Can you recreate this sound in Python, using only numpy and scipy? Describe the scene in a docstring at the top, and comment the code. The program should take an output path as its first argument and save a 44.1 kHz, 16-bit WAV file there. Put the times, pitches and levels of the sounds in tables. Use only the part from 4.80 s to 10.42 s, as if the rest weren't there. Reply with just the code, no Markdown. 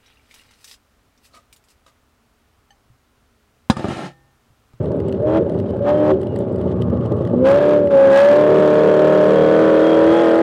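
"""A supercharged V8 from inside the cabin on a race track: two stabs of throttle, a burbling coast,
then a long hard pull. The exhaust sings on orders (multiples of the engine cycle) that swell as they
sweep through resonances, and rushing gas snarls and rasps in time with its pulses. The supercharger
whines on the throttle; off it, the pipe hoots and pops. Underneath, the road rumbles, the tyres scrub
through a corner and loose trim buzzes, rattles and squeaks."""
import sys
import numpy as np
from scipy import signal
from scipy.fft import rfft, irfft, next_fast_len
from scipy.io import wavfile
from scipy.ndimage import uniform_filter1d, minimum_filter1d

SR = 44100
rng = np.random.default_rng(int(sys.argv[2]) if len(sys.argv) > 2 else 0)


def unload_wav(signal):
    """Save mono or channel-first audio to the path in sys.argv[1] as 16-bit WAV at rate SR, clipped to [-1, 1]."""
    wavfile.write(
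        sys.argv[1],
        SR,
        np.round(np.clip(np.atleast_2d(signal).T, -1, 1) * 32767).astype(np.int16),
    )


N = 247842
TIME = np.arange(N) / SR
CRUISE_CYCLES_PER_S = 38.5


def from_db(db):
    return 10 ** (np.asarray(db) / 20)


def rms_one(x):
    return x / np.sqrt(np.mean(x ** 2) + 1e-20)


def bell(x, centre, half_width):
    return np.exp(-((x - centre) / half_width) ** 2)


def envelope(x):
    return np.abs(signal.hilbert(x, next_fast_len(N))[:N])


def butter(x, order, hz, kind):
    return signal.sosfilt(signal.butter(order, hz, kind, fs=SR, output="sos"), x)


def automation(points):
    """A curve of (time, value) breakpoints at every sample."""
    return np.interp(TIME, *np.transpose(points))


def evened(gain):
    """Keeps the fast flutter of a gain and levels out its mean power."""
    return gain / np.sqrt(uniform_filter1d(gain ** 2, size=2048) + 1e-12)


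def drift(rate_hz):
    """Smooth random modulation with a spread of 1."""
    hop, run_in = 40, 2000
    r = np.exp(-2 * np.pi * rate_hz * hop / SR)
    slow = signal.lfilter([1], [1, -2 * r, r * r], rng.standard_normal(N // hop + run_in + 2))[run_in:]
    return np.interp(np.arange(N) / hop, np.arange(len(slow)), rms_one(slow))


def noise(spectrum):
    """Noise coloured by an EQ curve and rolled off past its ends; rms 1."""
    hz, db = np.transpose(spectrum)
    size = next_fast_len(N, True)
    grid = np.fft.rfftfreq(size, 1 / SR) + 1
    roll_off = 1 + (grid / hz[-1]) ** 8 + (hz[0] / grid) ** 8
    gain = from_db(np.interp(np.log(grid), np.log(hz), db)) / roll_off
    return rms_one(irfft(rfft(rng.standard_normal(size)) * gain, size)[:N])


def ring(x, hz, t60):
    """A resonator: a unit click sets a sine of height 1 ringing."""
    r, w = from_db(-60 / (t60 * SR)), 2 * np.pi * hz / SR
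    return signal.lfilter([0, np.sin(w)], [1, -2 * r * np.cos(w), r * r], x + 1e-18)


def partial(cycle, order, rough, flutter_hz=9):
    """One order of the engine cycle, wavering in level and phase; rms 1."""
    turns = round(order) * cycle + rng.random() + rough * drift(flutter_hz) / (2 * np.pi)
    return (1 + rough * drift(flutter_hz)) * np.sin(2 * np.pi * turns) * np.sqrt(2 / (1 + rough ** 2))


def glides(rows, waver):
    """Wavering tones that swell and fade as they glide."""
    out = np.zeros(N)
    for start, length, start_hz, end_hz, db in rows:
        along = np.clip((TIME - start) / length, 0, 1)
        hz = (start_hz + (end_hz - start_hz) * along) * (1 + waver * drift(70))
        out += from_db(db) * np.sin(np.pi * along) ** 2 * np.sin(2 * np.pi * np.cumsum(hz) / SR)
    return out


# The rev curve: (time [s], speed [four-stroke cycles/s])
REVS = [(0, 35.2), (0.2, 33.0), (0.37, 31.9), (0.42, 37.3), (0.58, 41.1), (0.61, 39.3), (0.66, 35.9),
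        (0.73, 32.6), (0.9, 32.3), (0.97, 34.8), (1.16, 37.6), (1.25, 37.7), (1.29, 37.9), (1.315, 38.9),
        (1.4, 32.0), (1.8, 31.6), (2.0, 30.5), (2.3, 29.3), (2.48, 29.0), (2.56, 30.3), (2.66, 33.4),
        (2.77, 36.0), (2.9, 37.2), (3.01, 36.8), (3.16, 34.3), (3.32, 34.0), (3.58, 37.1), (3.69, 37.8),
        (4.43, 38.15), (4.82, 39.5), (4.97, 39.55), (5.21, 40.3), (5.4, 41.75), (5.52, 41.15),
        (5.62, 41.35)]


def engine_speed(rock_from_s=3.7, rock_hz=3.75, rock_cycles_per_s=.25):
    """Cycles per second; in the long pull the drivetrain winds up and springs back, rocking the revs."""
    rocking = np.sin(2 * np.pi * rock_hz * np.maximum(TIME - rock_from_s, 0))
    return automation(REVS) + rock_cycles_per_s * rocking


# Two stabs, then the pull in two presses:
# (start [s], rise [s], lift [s], fall [s], share to the wheels [0-1], boost onset [s], boost [0-1])
PRESSES = [(.42, 0.07, 0.582, 0.042, 0.03, .455, .33), (1.0, 0.08, 1.316, .02, 0.01, 1.048, .33),
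           (2.5, .17, 2.932, 0.3, 0.6, 2.638, .84), (3.07, 0.13, 5.7, .1, 0.94, 3.095, .98)]


def pedal(boost_rise_s=.012):
    """Throttle, load (the part of it that drives the wheels) and boost, which snaps in; all 0-1."""
    presses = []
    for start, rise, lift, fall, share, boost_s, boost in PRESSES:
        held = np.clip(1 - (TIME - lift) / fall, 0, 1)
        opening = np.clip((TIME - start) / rise, 0, 1) * held
        snap = np.clip((TIME - boost_s) / boost_rise_s, 0, 1)
        presses.append([opening, share * opening, boost * snap * held ** 2])
    return np.clip(np.max(presses, axis=0), 0, 1)


# Accents on the throttle: (time [s], half width [s], gas flow [dB], swell of the strong orders [dB])
SURGES = [(.565, 0.026, 6, 3), (1.085, 0.042, 9, -1.5), (1.262, .03, 5.5, 0), (1.31, 0.017, 9, 3),
          (2.69, 0.066, 7, 1.5), (3.38, .055, 9, 4), (3.49, .08, 3.5, 1), (5.39, .07, 3, 0)]


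def surge():
    """Extra gas flow and swell of the note, both in dB, as the engine takes up load."""
    return sum(np.outer([gas_db, swell_db], bell(TIME, time, width))
               for time, width, gas_db, swell_db in SURGES)


def gas_flow(speed, throttle, boost, shut_db=-24, throttle_db=6, boost_db=18, rev_slope=.12):
    """Flow in dB against a steady pull: it grows with throttle, boost and surges, a little with revs."""
    surge_db, _ = surge()
    rev_db = rev_slope * (speed - CRUISE_CYCLES_PER_S)
    return shut_db + throttle_db * throttle ** 2 + boost_db * boost + rev_db + surge_db


# Balance of the weaker orders: (order, relative level [dB])
WEAK_ORDERS = [(2, -30), (3, -31.5), (4, -13), (5, -11), (7, -29.5), (9, -15.5), (11, -4.5), (13, -10),
               (15, -23), (17, -23), (18, -17), (19, -24), (20, -17.5), (21, -28.5), (22, -22.5),
               (23, -25.5), (24, -21), (25, -22.5), (27, -29), (28, -29.5), (29, -29), (30, -22.5),
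               (32, -25), (34, -24), (36, -31), (38, -24), (39, -41), (40, -28), (43, -38), (44, -26.5),
               (47, -34), (50, -35)]
# Cabin resonances that make one order sing out: (order, centre [Hz], half width [Hz], lift [dB])
CABIN_PEAKS = [(9, 510, 14, 11.5), (15, 568, 28, 16), (20, 834, 10, 9.5), (24, 822, 19, 7),
               (24, 962, 7.5, 3.5), (28, 1075, 61, 13), (30, 1238, 10, 6.5), (36, 1425, 20, 10.5),
               (38, 1505, 22, 4.5)]


def weak_orders(cycle, speed, orders, wander_db=1):
    """A bank of weaker orders, each swelling at random and where it meets a resonance; rms about 1."""
    listed, levels_db = np.transpose(WEAK_ORDERS)
    strengths = from_db(np.interp(orders, np.round(listed), levels_db))
    out = 0
    for order, strength in zip(orders, strengths):
        sing_db = sum(db * bell(order * speed, hz, width)
                      for singer, hz, width, db in CABIN_PEAKS if round(singer) == order)
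        gain = strength * from_db(sing_db + wander_db * drift(6.3))
        out = out + gain * np.sin(2 * np.pi * (order * cycle + rng.random()))
    return out / np.sqrt(np.sum(strengths ** 2) / 2)


def by_effort(levels_db, throttle, load):
    """Crossfades the levels for coasting, revving free and pulling into one gain."""
    coast, free, pull = from_db(levels_db)
    return coast * (1 - throttle) + free * (throttle - load) + pull * load


# Fader ride on the boom of the lowest orders: (time [s], level against the lope [dB])
BOOM_RIDE = [(0, -8.5), (2.5, -2), (3.3, -11), (3.7, -2.5), (4.6, -3.5), (5.15, -15.5)]


def lope(cycle, speed, throttle, load, swell_db, levels_db=(-28.5, -29.5, -20.5), rev_slope=1.36):
    """Unequal cylinders fill in between and below the strong orders, ducking as those swell on load."""
    odd_orders = weak_orders(cycle, speed, range(7, 18, 2))
    boom = from_db(automation(BOOM_RIDE)) * weak_orders(cycle, speed, range(2, 6))
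    ride_db = rev_slope * (speed - CRUISE_CYCLES_PER_S) - 1.8 * swell_db * load
    flutter = 1 + .075 * drift(35)
    return (odd_orders + boom) * by_effort(levels_db, throttle, load) * from_db(ride_db) * flutter


def pipe_lag(control, lag_s=.0029):
    """The pipes take a moment to follow the throttle."""
    r = np.exp(-1 / (lag_s * SR))
    return signal.lfilter([1 - r], [1, -r], control + 1e-18)


def saturate(wave, load, drive_db=1.5, ceiling_db=-2.5, low_cut_hz=68):
    """Soft saturation flattens the strongest beats into an even roar; a low cut removes its deep hum."""
    wave = wave * from_db(drive_db * load)
    wave = wave / (1 + (envelope(wave) / from_db(ceiling_db)) ** 4) ** (1 / 4)
    return butter(wave, 4, low_cut_hz, "high")


# The engine's voice, 8 being the firing rate: (order, coasting [dB], revving free [dB], pulling [dB])
STRONG_ORDERS = [(6, -32.5, -22, -19), (8, -20.5, -3, -3.5), (10, -28, -20.5, -15.5),
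                 (12, -21, -31.5, -12.5), (14, -30.5, -25, -18.5), (16, -37, -15.5, -12)]
# Resonances of exhaust and cabin: (frequency [Hz], gain [dB])
EXHAUST_EQ = [(185, -1), (220, -12), (255, -13.5), (285, -26), (303, -17.5), (335, -8.5), (350, -12.5),
              (380, -5), (418, -18.5), (463, -2.5), (495, -8.5), (555, 3.5), (590, -0.5), (606, -0.5),
              (635, -13), (660, -9.5)]


def exhaust(cycle, speed, throttle, load, coast_rough=.14, open_rough=.11, wander_db=1.6):
    """Exhaust pulses sing as strong orders sweeping through resonances, more ragged off the throttle."""
    rough = coast_rough + (open_rough - coast_rough) * throttle
    eq_hz, eq_db = np.transpose(EXHAUST_EQ)
    _, swell_db = surge()
    stumble_db = -19 * bell(TIME, 2.8, .0024)  # the note dips for an instant early in the pull
    note = 0
    for order, *levels_db in STRONG_ORDERS:
        drive = pipe_lag(by_effort(levels_db, throttle, load)) * from_db(swell_db + stumble_db)
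        resonance_db = np.interp(np.log(round(order) * speed), np.log(eq_hz), eq_db)
        waver_db = wander_db * (2 - throttle) * drift(3.8)
        note = note + drive * from_db(resonance_db + waver_db) * partial(cycle, order, rough)
    return saturate(note + lope(cycle, speed, throttle, load, swell_db), load)


def gusts(cycle, note, push=2.6, bank=.35, firing=.4, crest=.35, chance=.5, threshold=.3):
    """Gas tears loose while the note beats high, most on its crests, and calms between: -1 to 1."""
    beat = push * (evened(envelope(note)) - 1) + crest * evened(note)
    crank = bank * np.cos(2 * np.pi * 2 * cycle) + firing * np.cos(2 * np.pi * 8 * cycle)
    return np.tanh(beat + crank + chance * drift(150) - threshold)


# Midrange colour of the snarling gas: (frequency [Hz], relative level [dB])
SNARL_EQ = [(650, -7.5), (850, -5), (1100, 1.5), (1400, -2.5), (1750, -0.5), (1950, -15.5), (2300, -18.5)]


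def snarl(cycle, speed, gust, free, flow_db, level_db=-22, free_db=-2.5, tone_db=-2.7, gas_db=-13.3):
    """The high orders, shaken from cycle to cycle, in gas noise; both beat with the gusts."""
    shaken = cycle + .00012 * drift(40)
    tone = weak_orders(shaken, speed, range(18, 51), wander_db=2.2) * evened(from_db(2 * gust))
    gas = noise(SNARL_EQ) * evened(from_db(5 * gust))
    growth_db = .89 * np.minimum(flow_db, flow_db / 2)  # half as steep above a steady pull
    gain = from_db(level_db + free_db * free + growth_db)
    return gain * (from_db(tone_db) * tone + from_db(gas_db) * gas)


# Bright edge of the turbulence: (frequency [Hz], relative level [dB])
RASP_EQ = [(1700, -13), (2000, 3.5), (2500, -1), (3350, -6), (4000, -9), (5000, -13), (7000, -16),
           (9000, -20.5), (12000, -27), (15500, -30.5)]


def rasp(speed, gust, throttle, boost, flow_db, level_db=-38, split_hz=3900, gust_db=3.5, burst_db=11):
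    """Turbulence swells with each gust; on the throttle a pipe rings in it, now more, now less."""
    hiss = noise(RASP_EQ)
    over_cruise = speed - CRUISE_CYCLES_PER_S
    body = butter(hiss, 4, split_hz, "low") * evened(from_db(gust_db * gust))
    # the treble comes in bursts with gaps between, and grows faster than the flow, most under boost
    treble = butter(hiss, 4, split_hz, "high") * evened(from_db(burst_db * gust))
    treble_db = -5 + .435 * np.maximum(flow_db, -1) + 1.5 * (boost - 1) + .04 * boost * over_cruise
    gas = rms_one(body + from_db(treble_db) * treble)
    pipe_db = -9 + 1.3 * over_cruise + drift(4.9)
    pipe = throttle * rms_one(ring(noise(RASP_EQ), hz=3265, t60=.015))
    return from_db(level_db + flow_db) * (gas + from_db(pipe_db) * pipe)


# Throaty colour of burbles and pops: (frequency [Hz], relative level [dB])
BURBLE_EQ = [(130, -11.5), (190, 3), (290, -2), (400, 1.5), (490, -4), (590, 2), (720, -20), (850, -14),
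             (950, -25), (1170, -29.5), (1500, -39)]


def burble(cycle, throttle, coast_db=-24, open_db=-25.5, lump_db=1.5, beat_db=2.5):
    """Uneven burning rolls through the exhaust in lumps, most of all off the throttle."""
    level_db = coast_db + (open_db - coast_db) * throttle
    gas = noise(BURBLE_EQ)
    lumps = from_db(lump_db * drift(26) + beat_db * np.cos(2 * np.pi * 2 * cycle))
    return from_db(level_db) * rms_one(gas * lumps)


# Fader ride on the road bed: (time [s], level [dB])
ROAD_RIDE = [(0, -22.5), (.5, -25.5), (1.3, -30), (1.9, -26), (2.2, -19.5), (2.8, -32), (3.7, -37.5),
             (5.62, -40)]
# Its low-end weight: (frequency [Hz], relative level [dB])
ROAD_EQ = [(25, -53), (45, -42), (60, -21), (77, -3), (115, 1.5), (150, -5), (190, -7), (260, -15)]


def road_rumble():
    """The road drones through the cabin, sinking away in the long pull."""
    return from_db(automation(ROAD_RIDE)) * noise(ROAD_EQ)


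# Thin fizz of the panels: (frequency [Hz], relative level [dB])
BUZZ_EQ = [(1300, 0.5), (1950, -2.5), (2350, -14.5), (3000, -2.5), (4000, -12.5), (5500, -21.5),
           (8000, -26.5), (14000, -44.5)]


def trim_buzz(level_db=-58.5, shake_db=4.5, slow_db=-1.5):
    """Panels buzz faintly and unevenly as the road shakes them."""
    buzz = noise(BUZZ_EQ) * from_db(shake_db * drift(35) + slow_db * drift(10))
    return from_db(level_db) * rms_one(buzz)


# Hits on the loose trim: (time [s], tick level [dB], body against the tick [dB])
JOLTS = [(.044, -50, 5), (.058, -49.5, 11), (0.119, -52, 16), (0.202, -57.5, 21), (.284, -38, -4),
         (.316, -50, -2), (0.325, -49, 18), (0.421, -54, 9), (0.697, -50, 13.5), (.72, -51, 6),
         (0.744, -52.5, 10), (0.789, -56, 18), (.8, -56, 20.5), (0.907, -51, 11.5), (.97, -51, -1.5),
         (1.416, -42, -3), (1.432, -47, 7), (1.47, -45, 8), (1.561, -41.5, 6.5), (1.589, -36, -15),
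         (1.611, -51, -2), (1.76, -44, 3), (1.786, -48, 3), (1.814, -50, 11), (1.899, -50, 2),
         (2.015, -49, 12), (2.021, -43, 15.5), (2.1, -59, 18), (2.173, -54, 12), (2.26, -55, 18.5),
         (2.321, -52.5, 19.5), (2.367, -63, 16), (2.419, -58, 16), (2.451, -55.5, 21.5), (2.474, -56, 20),
         (2.499, -56, 11), (3.061, -45, -7), (3.073, -49, 16)]
# How the trim rings: (frequency [Hz], gain [dB], decay to -60 dB [s])
TRIM_MODES = [(1200, -2, 0.01), (1930, 3.5, 0.0089), (2930, 6, 0.0039), (3730, -10, 0.0023),
              (5260, -14.5, 0.0054), (7800, -6.5, 0.014), (10600, -18, .005)]


def trim_rattles(ticks_per_s=60, tick_db=-61.5, spread_db=4, chatter_s=.0018, level_db=-1):
    """Loose trim chatters for a few milliseconds at each jolt, with fainter ticks between."""
    ticks = rng.random(N) < ticks_per_s / SR
    bright = ticks * from_db(tick_db + spread_db * rng.standard_normal(N))
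    dull = bright.copy()
    for time, db, body_db in JOLTS:
        bright[int(time * SR)] += from_db(db)
        dull[int(time * SR)] += from_db(db + body_db)
    # each click becomes a short burst of noise
    fade = np.exp(-1 / (chatter_s * SR))
    tails = signal.lfilter([1], [1, -fade], [bright + 1e-18, dull + 1e-18])
    bright, dull = tails * rng.standard_normal(N)
    modes = sum(from_db(db) * ring(dull if hz < 4500 else bright, hz, t60) for hz, db, t60 in TRIM_MODES)
    crack = from_db(-3) * butter(bright, 4, [4500, 10500], "band")
    knock = from_db(-2) * butter(dull, 2, [2200, 4800], "band")
    return from_db(level_db) * (modes / np.sqrt(chatter_s * SR) + crack + knock)


# Overrun pops: (time [s], relative level [dB])
POPS = [(0.105, -14), (0.662, -13), (0.747, -14), (1.855, -16.5), (2.125, -12.5), (2.259, -20.5),
        (2.311, -12), (2.403, -15), (2.531, -11)]


def pops(attack_s=.0071, level_db=-3):
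    """Unburnt fuel lights in the pipe: short, dull puffs."""
    swell = np.zeros(N)
    age = np.arange(4096) / (attack_s * SR)
    for time, db in POPS:
        start = int(time * SR)
        swell[start:start + len(age)] += from_db(db + level_db) * age * np.exp(1 - age)
    return swell * noise(BURBLE_EQ)


# The bite of the stabs: (order, relative level [dB])
BARK_ORDERS = [(20, -1), (22, 0), (24, -4.5), (26, -11), (28, -10.5), (30, -6), (34, -7.5), (41, -10.5),
               (50, -17)]


def bark(cycle, free, flow_db, level_db=-28):
    """Revving free, a few overtones stand clear of the gas noise."""
    tones = sum(from_db(db) * partial(cycle, order, rough=.25, flutter_hz=20)
                for order, db in BARK_ORDERS)
    return free ** 2 * from_db(level_db + flow_db) * tones


# Whine cues: (time [s], length [s], start pitch [Hz], end pitch [Hz], level [dB])
WHINES = [(.47, .12, 3170, 3210, -55), (1.09, .22, 3150, 3170, -50.5), (4.22, .22, 3250, 3265, -45),
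          (4.48, 0.29, 3235, 3285, -38.5), (4.74, 0.3, 3260, 3255, -46), (4.98, 0.24, 3245, 3250, -35.5),
          (5.22, 0.3, 3270, 3400, -37), (5.3, 0.28, 3040, 3075, -44)]


def supercharger():
    """A thin whine that glints on the stabs and wells up in the long pull."""
    return glides(WHINES, waver=.004)


# Hoot cues: (time [s], length [s], start pitch [Hz], end pitch [Hz], level [dB])
HOOTS = [(.575, 0.066, 362, 363, -14.5), (1.285, 0.1, 377, 379, -12.5)]


def pipe_hoots():
    """The pipe hoots as the throttle snaps shut."""
    return glides(HOOTS, waver=.016)


# Squeak cues: (time [s], length [s], start pitch [Hz], end pitch [Hz], level [dB])
SQUEAKS = [(0.865, 0.11, 3130, 2980, -66), (1.461, 0.11, 2930, 2780, -53), (1.592, 0.091, 3510, 3570, -64)]


def trim_squeaks():
    """The trim gives small, high, wavering chirps."""
    return glides(SQUEAKS, waver=.0063)


def tyre_scrub(peak_s=2.24, half_width_s=.5, level_db=-42):
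    """The tread rings as the tyres scrub through the tightest part of the corner."""
    tread = rms_one(ring(noise(SNARL_EQ), hz=1170, t60=.016))
    return from_db(level_db) * bell(TIME, peak_s, half_width_s) * tread


# Brassy overtones of the labouring engine: (order, relative level [dB], roughness [0-1])
BLARE_ORDERS = [(32, -8.5, 0.5), (44, -13.5, .6), (48, 1, 0), (56, -12, 0.4), (74.2, -15, 0.6)]
# The band of gas noise around them: (frequency [Hz], relative level [dB])
BLARE_EQ = [(1380, -11), (1500, -2), (1720, 2.5), (1820, -9.5), (1920, 0), (2050, -18.5), (2600, -17.5)]


def blare(cycle, speed, load, flow_db, level_db=-34.5, gas_db=-1, labour_cycles_per_s=34.5):
    """Labouring at low revs, the exhaust wave steepens into high overtones that fade as revs climb."""
    tones = sum(from_db(db) * partial(cycle, order, rough, flutter_hz=25)
                for order, db, rough in BLARE_ORDERS)
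    fade_db = -.9 * np.maximum(speed - labour_cycles_per_s, 0) ** 2
    gain = load * from_db(level_db + 1.25 * flow_db + fade_db)
    return gain * (tones + from_db(gas_db) * noise(BLARE_EQ))


def scene():
    """Engine, road and trim, mixed in mono as heard from behind the seats."""
    speed = engine_speed()
    throttle, load, boost = pedal()
    free = throttle - load  # the part of the throttle that only revs the engine
    flow_db = gas_flow(speed, throttle, boost)
    cycle = np.cumsum(speed * (1 + .00065 * drift(13.7))) / SR  # engine cycles turned so far
    note = exhaust(cycle, speed, throttle, load)
    gust = gusts(cycle, note)
    gas = snarl(cycle, speed, gust, free, flow_db) + bark(cycle, free, flow_db)
    gas += blare(cycle, speed, load, flow_db) + rasp(speed, gust, throttle, boost, flow_db)
    whine = supercharger()
    overrun = burble(cycle, throttle) + pops() + pipe_hoots()
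    road = road_rumble() + tyre_scrub()
    trim = trim_buzz() + trim_rattles() + trim_squeaks()
    return (note + gas + whine + overrun + road + trim)[None]


def record(dry, drive_db=.5, ceiling_db=-4, release_db_per_s=400, low_cut_hz=48, top_hz=16600):
    """A fast limiter holds the loudest crests down; the deep bass and the very top are cut."""
    edge_fades = np.minimum(np.minimum(TIME, TIME[-1] - TIME) / .004, 1)
    x = from_db(drive_db) * dry * edge_fades
    over_db = np.maximum(20 * np.log10(np.abs(x[0]) + 1e-9) - ceiling_db, 0)
    held_db = np.maximum.accumulate(over_db + release_db_per_s * TIME) - release_db_per_s * TIME
    gain = uniform_filter1d(minimum_filter1d(from_db(-held_db), size=128), size=128)
    x = butter(x * gain, 4, low_cut_hz, "high")
    return signal.sosfilt(signal.cheby2(14, 60, top_hz, fs=SR, output="sos"), x)


dry = scene()
out = record(dry)
unload_wav(out)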